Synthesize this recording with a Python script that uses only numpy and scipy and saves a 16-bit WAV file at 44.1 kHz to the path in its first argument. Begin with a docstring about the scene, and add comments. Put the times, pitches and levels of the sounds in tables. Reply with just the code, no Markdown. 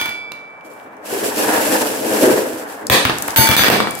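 """On a hard tabletop in a small bare room, glass marbles roll close to the microphone.
A steel cup still rings from an earlier marble as the scene opens. Rolling marbles rumble, whirr and hop;
then more are dropped, clacking on the table, clicking together and setting the cup ringing again.
The room echoes every blow. The recorder's limiter, an automatic volume control, turns the hardest
blows down, so that their echo swells up behind them."""
import sys
import numpy as np
from scipy import signal
from scipy.fft import rfft, irfft, next_fast_len
from scipy.io import wavfile
from scipy.ndimage import uniform_filter1d, minimum_filter1d, map_coordinates

SR = 44100
rng = np.random.default_rng(int(sys.argv[2]) if len(sys.argv) > 2 else 0)


def pcm_store(signal):
    """Save signal as 16-bit PCM."""
    levels = np.round(np.clip(np.atleast_2d(signal), -1, 1) * 32767)
    wavfile.write(sys.argv[1], SR, levels.astype(np.int16).T)


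N = 176400  # 4 seconds

# The tabletop's own tones. A fade time is how long a sound takes to fall by 60 dB.
# (pitch [Hz], level under rolling [dB], level under a landing [dB], fade time [s])
TABLE_TONES = [(78, -35, -2, 0.075), (128.3, -1.5, -3, 0.12), (214.1, -8, -14.5, 0.37),
               (259.5, -15, -5.5, 0.08), (321.7, 1, -15.5, 0.22), (415.6, -5, -23.5, 0.48),
               (463.3, 10.5, -21, 0.083), (509.2, 10.5, -14, 0.15), (648, 13.5, -8.5, 0.063)]


def amp(db):
    return 10 ** (np.asarray(db) / 20)


def unit_power(x):
    return x / np.sqrt(np.mean(x ** 2) + 1e-20)


def along(points, hz):
    """Read a curve of (frequency [Hz], value) points, giving each octave equal space."""
    freqs, values = np.transpose(points)
    return np.interp(np.log(hz + 1), np.log(freqs + 1), values)


def seconds(length):
    return np.arange(int(length * SR)) / SR


def wobble(rate):
    """A smooth curve through `rate` random points a second."""
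    return map_coordinates(rng.standard_normal(2048), [np.arange(N) * rate / SR], mode="wrap")


def add(out, start_s, sound):
    """Mix a sound in; it may begin before the scene does."""
    i = round(start_s * SR)
    part = sound[:, max(-i, 0):N - i]
    out[:, max(i, 0):][:, :part.shape[1]] += part


def panned(x, left_db):
    return x * amp([[left_db / 2], [-left_db / 2]])


def coloured(x, gain):
    """Make some frequencies stronger and others weaker, following the curve gain(hz)."""
    n = x.shape[-1]
    size = 2 * next_fast_len(n // 2 + 2048)
    curve = unit_power(gain(np.fft.rfftfreq(size, 1 / SR)))
    cepstrum = irfft(np.log(np.maximum(curve, 1e-6)))
    # folding onto the first half keeps the filter from sounding ahead of a blow
    cepstrum[1:size // 2] *= 2
    cepstrum[size // 2 + 1:] = 0
    return irfft(rfft(x, size) * np.exp(rfft(cepstrum)), size)[..., :n]


def spread(pair):
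    """Two unrelated signals become left and right: alike in the bass, unrelated in the treble."""
    # how alike the two sides are: (frequency [Hz], likeness [-1 to 1])
    likeness = [(60, 1), (200, 1), (400, 0.71), (900, 0.17), (1800, -0.19), (4000, 0.096), (12000, -0.15)]
    n = pair.shape[1]
    angle = np.arccos(np.clip(along(likeness, np.fft.rfftfreq(n, 1 / SR)), -1, 1)) / 2
    mid, side = irfft(rfft(pair) * [np.cos(angle), np.sin(angle)], n)
    return np.array([mid + side, mid - side])


def burst(envelope):
    """Stereo noise whose loudness follows the envelope."""
    noise = spread(rng.standard_normal((2, len(envelope)))) * envelope
    return noise * np.linalg.norm(envelope) / np.linalg.norm(noise, axis=1, keepdims=True)


def in_room(x, echo_db, build_s=0.0023):
    """The bare walls add a wash of echoes that lasts longest in the bass."""
    # the room's echo: (frequency [Hz], fade time [s])
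    echo_fades = [(100, 0.76), (400, 0.47), (1500, 0.43), (4000, 0.49), (8000, 0.47), (15000, 0.2)]
    hz, t, noise = signal.stft(spread(rng.standard_normal((2, 24576))), SR, nperseg=256)
    fade = amp(-60 * t / along(echo_fades, hz)[:, None])
    echo = signal.istft(noise * fade * (1 - np.exp(-t / build_s)), SR, nperseg=256)[1]
    echo *= amp(echo_db) / np.linalg.norm(echo[0])
    echo[:, 0] += 1  # the direct sound
    return signal.fftconvolve(x, echo, axes=1)


def clack(tilt_db, crack_fade_s=0.0032, rattle_fade_s=0.022, rattle_db=-5):
    """Glass hits something hard: a sharp crack and a short rattle of the surface."""
    # the clack's tone colour: (frequency [Hz], level [dB])
    colour = [(60, -22), (200, -1), (600, -1.5), (1200, -0.5), (1900, 0.5), (3000, -4.5), (4500, -7.5),
              (6500, -15), (10000, -12.5), (13500, -9.5), (16000, -9)]
    t = seconds(0.1)
    noise = burst(amp(-60 * t / crack_fade_s) + amp(rattle_db - 60 * t / rattle_fade_s))
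    return coloured(noise, lambda hz: amp(along(colour, hz) + tilt_db * np.log2(1 + hz / 1000)))


def cup(scatter_db=3.1, rise_s=0.01, side_phase_rad=0.78):
    """The steel cup rings with the tones the struck spot favours; marbles in it shorten the ring."""
    # the cup's own tones: (pitch [Hz])
    pitches = [894, 1442, 2284, 2315, 3435, 3687, 4446, 4864, 6235, 6295, 7677, 7956, 10606, 10950, 11114,
               11855, 12003, 12448, 14003, 15485]
    # for each tone: (fade time [s], level when hit on the floor [dB], wall [dB], rim [dB])
    tones = [(0.52, -9, -24, -1.5), (0.84, -15.5, -24, -12.5), (0.82, -8.5, -28, -6),
             (1.82, -1.5, -16, -19.5), (0.78, -9, -3.5, -13), (0.29, -20, -2, -2), (0.51, -41, -6, -1.5),
             (0.88, -15, -9.5, -6), (0.47, -15, -7, -7), (0.46, -30, -4, -7.5), (0.55, -26, -12, -8),
             (0.26, -36, -31, -27), (0.34, -34, -16, -4), (0.18, -34, -20, -17), (.35, -34, -5, -4),
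             (0.22, -28, -20, -14), (0.33, -32, 0.5, -1), (.3, -30, -15, -18), (0.23, -34, -8, 7),
             (0.28, -34, -11, -3)]
    # the cup's floor, wall and rim, in that order: (spot [name])
    spots = ["floor", "wall", "rim"]
    # marbles hit the cup: (time [s], ring [dB], clack [dB], share of fade time [0 to 1], spot [name])
    hits = [(-.03, -15.5, -6.5, 0.98, "floor"), (3.3612, -5.5, 10, 1, "rim"),
            (3.472, -5, -0.5, 0.47, "floor"), (3.566, -7, 9, 0.88, "wall"), (3.6998, -26.5, -6, 1, "rim")]
    out, t = np.zeros((2, N)), seconds(1.3)
    for start_s, ring_db, clack_db, fade_share, spot in hits:
        ring = 0
        for hz, (fade_s, *levels) in zip(pitches, tones):
            strength = amp(levels[spots.index(spot)] + scatter_db * rng.normal(size=(2, 1)))
            fade = amp(-60 * t / (fade_s * fade_share))
            phase = 2 * np.pi * (hz * t + rng.random()) + side_phase_rad * rng.permutation([[-1], [1]])
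            ring += strength * fade * np.sin(phase)
        add(out, start_s, in_room(amp(ring_db) * ring * (1 - np.exp(-t / rise_s)), echo_db=-17.5))
        add(out, start_s, in_room(amp(clack_db) * clack(tilt_db=1), echo_db=-2))
    return out


def room_air(level_db=-40.5):
    """A soft, steady hush behind everything."""
    # the hush's tone colour: (frequency [Hz], level [dB])
    colour = [(30, -34), (110, -5), (300, 0.5), (800, 9.5), (1500, 3.5), (2500, -9.5), (4000, -27),
              (9000, -29), (16000, -60)]
    noise = spread(rng.standard_normal((2, N)))
    return amp(level_db) * unit_power(coloured(noise, lambda hz: amp(along(colour, hz))))


def table_ring(levels_db, scatter_db=1):
    """A knock sets the tabletop's tones ringing, in a slightly different mix at each spot."""
    t, ring = seconds(0.5), 0
    for k, (db, (hz, _, _, fade_s)) in enumerate(zip(levels_db, TABLE_TONES)):
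        fade = amp(db + scatter_db * rng.normal() - 60 * t / fade_s)
        ring += fade * np.sin(2 * np.pi * hz * t) * (-1) ** k
    return ring


def drops():
    """Each falling marble clacks and makes the tabletop thud."""
    # landings, bounces and knocks:
    # (time [s], clack [dB], brightness [dB per octave], thud [dB], left minus right [dB])
    landings = [(0.0139, -11, 1, -35, -1), (.058, -14, 0, -45, 1), (0.08, -27, 0, -39.5, 8),
                (.093, -20.5, -0.5, -42, -7), (.319, -27, -1.5, -63, 1.5), (.402, -44, -4, -70, -2),
                (2.899, 16, -0.5, 0, -1.5), (3.052, 1, -3.5, -17.5, -1), (3.097, -3, -6, -29, -1),
                (3.284, -13.5, -3, -33, 0), (3.384, 1, 0, -2, 6), (3.489, 4.5, 1.5, -6, 6),
                (3.5135, -2, 0.5, -33, -12), (3.5933, 3.5, -1.5, -13.5, 5), (3.636, 3.5, -1, -32, -8),
                (3.644, 1, -2.5, -32, 2), (3.683, 0.5, -3, -21, 5), (3.7004, 6.5, -0.5, -32, -2.5),
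                (3.715, -15, 1, -26, 5), (3.758, -14, -1, -43, -5), (3.8031, -4, -4, -40, -1),
                (3.872, -10.5, -6.5, -49, 3)]
    out = np.zeros((2, N))
    for start_s, clack_db, tilt_db, thud_db, left_db in landings:
        add(out, start_s, in_room(panned(amp(clack_db) * clack(tilt_db), left_db), echo_db=-2))
        thud = table_ring([tone[2] for tone in TABLE_TONES])
        add(out, start_s, panned(amp(thud_db) * thud, left_db))
    return out


def contacts(per_second, colour):
    """Tiny random taps as the marbles meet the roughness of the tabletop."""
    taps = rng.standard_normal((2, N)) * (rng.random((2, N)) < per_second / SR)
    return unit_power(coloured(spread(taps), lambda hz: amp(along(colour, hz))))


def rolling(bumps_per_s=1000, grains_per_s=9000, ring_db=3, flutter_per_s=45):
    """Bumps drum on the table while finer grains whirr and hiss; all flutter as the marbles turn."""
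    # how the low rumble, middle whirr and high hiss rise and fall: (time [s], relative level [dB])
    rumble_levels = [(0.2, -51), (0.22, -48), (0.64, -52), (0.66, -40.5), (0.87, -44), (1.03, -40),
                     (1.15, -21.5), (1.16, -29), (1.21, -31), (1.25, -19.5), (1.35, -29.5), (1.4, -19),
                     (1.7, -20.5), (1.71, -18.5), (2.02, -24), (2.04, -19.5), (2.21, -18.5), (2.23, -11.5),
                     (2.36, -16.5), (2.48, -25), (2.78, -38), (2.86, -27.5)]
    whirr_levels = [(0.55, -59), (0.75, -53), (0.77, -45), (1.0, -49.5), (1.13, -31.5), (1.38, -30.5),
                    (1.39, -26), (1.57, -21), (1.69, -26.5), (1.72, -23), (1.99, -33.5), (2.26, -22.5),
                    (2.52, -36), (2.86, -37.5)]
    hiss_levels = [(0.55, -76), (0.63, -77), (0.65, -53.5), (0.76, -54.5), (0.84, -58.5), (0.88, -79),
                   (0.96, -83), (0.97, -66), (1.0, -83), (1.06, -37), (1.14, -28), (1.23, -32.5),
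                   (1.25, -24), (1.34, -34), (1.4, -23.5), (1.49, -25), (1.75, -23.5), (1.98, -31.5),
                   (2.24, -22.5), (2.34, -26), (2.35, -26.5), (2.57, -40.5), (2.59, -34.5), (2.66, -47.5),
                   (2.71, -40), (2.85, -53.5)]
    # marbles roll on after the drops: (time [s], rumble [dB], whirr [dB], hiss [dB])
    roll_on = [(3.2, -36, -34, -37.5), (3.55, -29, -26, -35), (3.8, -34.5, -38, -49.5),
               (4.0, -38, -38.5, -34.5)]
    # the tone colour of each layer: (frequency [Hz], level [dB])
    rumble_colour = [(30, -56), (60, -31), (120, -12), (165, -24.5), (220, -2), (330, 1), (520, -4),
                     (720, -6.5), (1100, -29), (2500, -72)]
    whirr_colour = [(350, -27), (700, 2), (900, 2.5), (1200, -6), (1700, -0.5), (2200, -13), (2800, -18.5),
                    (4500, -31)]
    hiss_colour = [(1000, -14.5), (1700, -1), (2700, 5), (3600, -1), (5500, 1), (6500, -0.5), (7600, 3.5),
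                   (9000, 0.5), (11000, 3), (13200, 1), (15700, -7)]
    t, later = np.arange(N) / SR, np.array(roll_on)
    rumble_db, whirr_db, hiss_db = [
        np.interp(t, *np.vstack([levels, later[:, [0, column]]]).T)
        for column, levels in enumerate([rumble_levels, whirr_levels, hiss_levels], start=1)]
    bumps = contacts(bumps_per_s, rumble_colour)
    ring = table_ring([tone[1] for tone in TABLE_TONES])
    ringing = unit_power(signal.fftconvolve(bumps, ring[None], axes=1)[:, :N])
    flutter = wobble(flutter_per_s)
    rumble = unit_power(bumps + amp(ring_db) * ringing) * amp(rumble_db + 1.16 * flutter)
    whirr = contacts(grains_per_s, whirr_colour) * amp(whirr_db + 3.23 + 1.76 * wobble(flutter_per_s))
    hiss = contacts(grains_per_s, hiss_colour) * amp(hiss_db + 3.5 + 1.45 * flutter)
    return rumble + whirr + hiss


def clicks(fade_s=0.011, width_octaves=0.6, treble_db=-20):
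    """Marbles knock against each other: very short and bright."""
    # glass meets glass: (time [s], level [dB], main pitch [Hz], left minus right [dB])
    collisions = [(.319, -24, 3220, -18), (0.61, -39, 1880, -5), (.736, -41, 11000, 0),
                  (0.799, -37, 2200, -4), (.968, -45, 7500, -6), (2.8688, -13.5, 6500, 6),
                  (3.1847, -15, 8100, 5), (3.223, -9.5, 8800, 3), (3.2798, -13.5, 10800, -6),
                  (3.306, -17, 5900, 1), (3.9087, -15, 10000, 0), (3.952, -25, 9000, 15),
                  (3.99, -27, 11000, -10)]
    out = np.zeros((2, N))
    for start_s, db, pitch_hz, left_db in collisions:
        def colour(hz):
            peak = np.exp(-0.5 * (np.log2((hz + 1) / pitch_hz) / width_octaves) ** 2)
            return peak + amp(treble_db) * hz / (hz + pitch_hz)
        click = coloured(burst(amp(-60 * seconds(0.051) / fade_s)), colour)
        add(out, start_s, in_room(panned(amp(db) * click, left_db), echo_db=-9))
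    return out


def hops(pitch_hz=393, fade_s=0.036, rise_s=0.0016):
    """Rolling marbles hop over flaws, and the tabletop shakes briefly with a dull knock."""
    # each hop: (time [s], level [dB])
    knocks = [(1.1264, -7.5), (1.147, -11.5), (1.227, -10.5), (2.227, 0), (2.275, 2), (2.304, -2.5)]
    out, t = np.zeros((2, N)), seconds(0.1)
    knock = np.sin(2 * np.pi * pitch_hz * t) * amp(-60 * t / fade_s) * (1 - np.exp(-t / rise_s))
    for start_s, db in knocks:
        add(out, start_s, in_room(amp(db) * np.array([knock, knock]), echo_db=-0.5))
    return out


def scene():
    """The room's hush, the rolling and all the blows, added together."""
    return room_air() + rolling() + hops() + drops() + cup() + clicks()


def limiter(x, threshold_db=-6.5, sense_s=0.005, look_ahead_s=0.0052, release_s=0.02):
    """Turn the volume down just before a loud blow and let it come back; peaks still too high clip."""
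    power = np.abs(uniform_filter1d(np.mean(x ** 2, axis=0), int(sense_s * SR)))
    excess_db = np.maximum(10 * np.log10(power + 1e-12) - threshold_db, 1e-9)
    age = np.arange(N) / SR / release_s
    cut_db = np.exp(np.maximum.accumulate(np.log(excess_db) + age) - age)  # each cut dies away
    window = 2 * int(look_ahead_s * SR) + 1
    gain_db = uniform_filter1d(minimum_filter1d(-cut_db, window), window)
    return np.clip(x * amp(gain_db), -1, 1)


def record(dry, low_cut_hz=48, top_hz=15850, edge_hz=400):
    """Two unequal microphone openings feed the limiter; the deepest bass and top treble are cut."""
    # how the two openings differ: (frequency [Hz], left minus right [dB])
    balance = [(40, -13), (70, -10), (130, 6.5), (260, .5), (900, 1), (2000, -0.5), (5000, 0), (12000, 0.5)]
    size = next_fast_len(N + 8192)
    hz = np.fft.rfftfreq(size, 1 / SR)
    side_gains = amp(np.outer([0.5, -0.5], along(balance, hz)))
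    x = irfft(rfft(dry, size) * side_gains, size)[:, :N]
    x = signal.sosfilt(signal.butter(2, low_cut_hz, "high", fs=SR, output="sos"), x)
    treble_cut = np.clip((top_hz - hz) / edge_hz + 0.5, 0, 1)
    return irfft(rfft(limiter(x), size) * treble_cut, size)[:, :N]


dry = scene()
out = record(dry)
pcm_store(out)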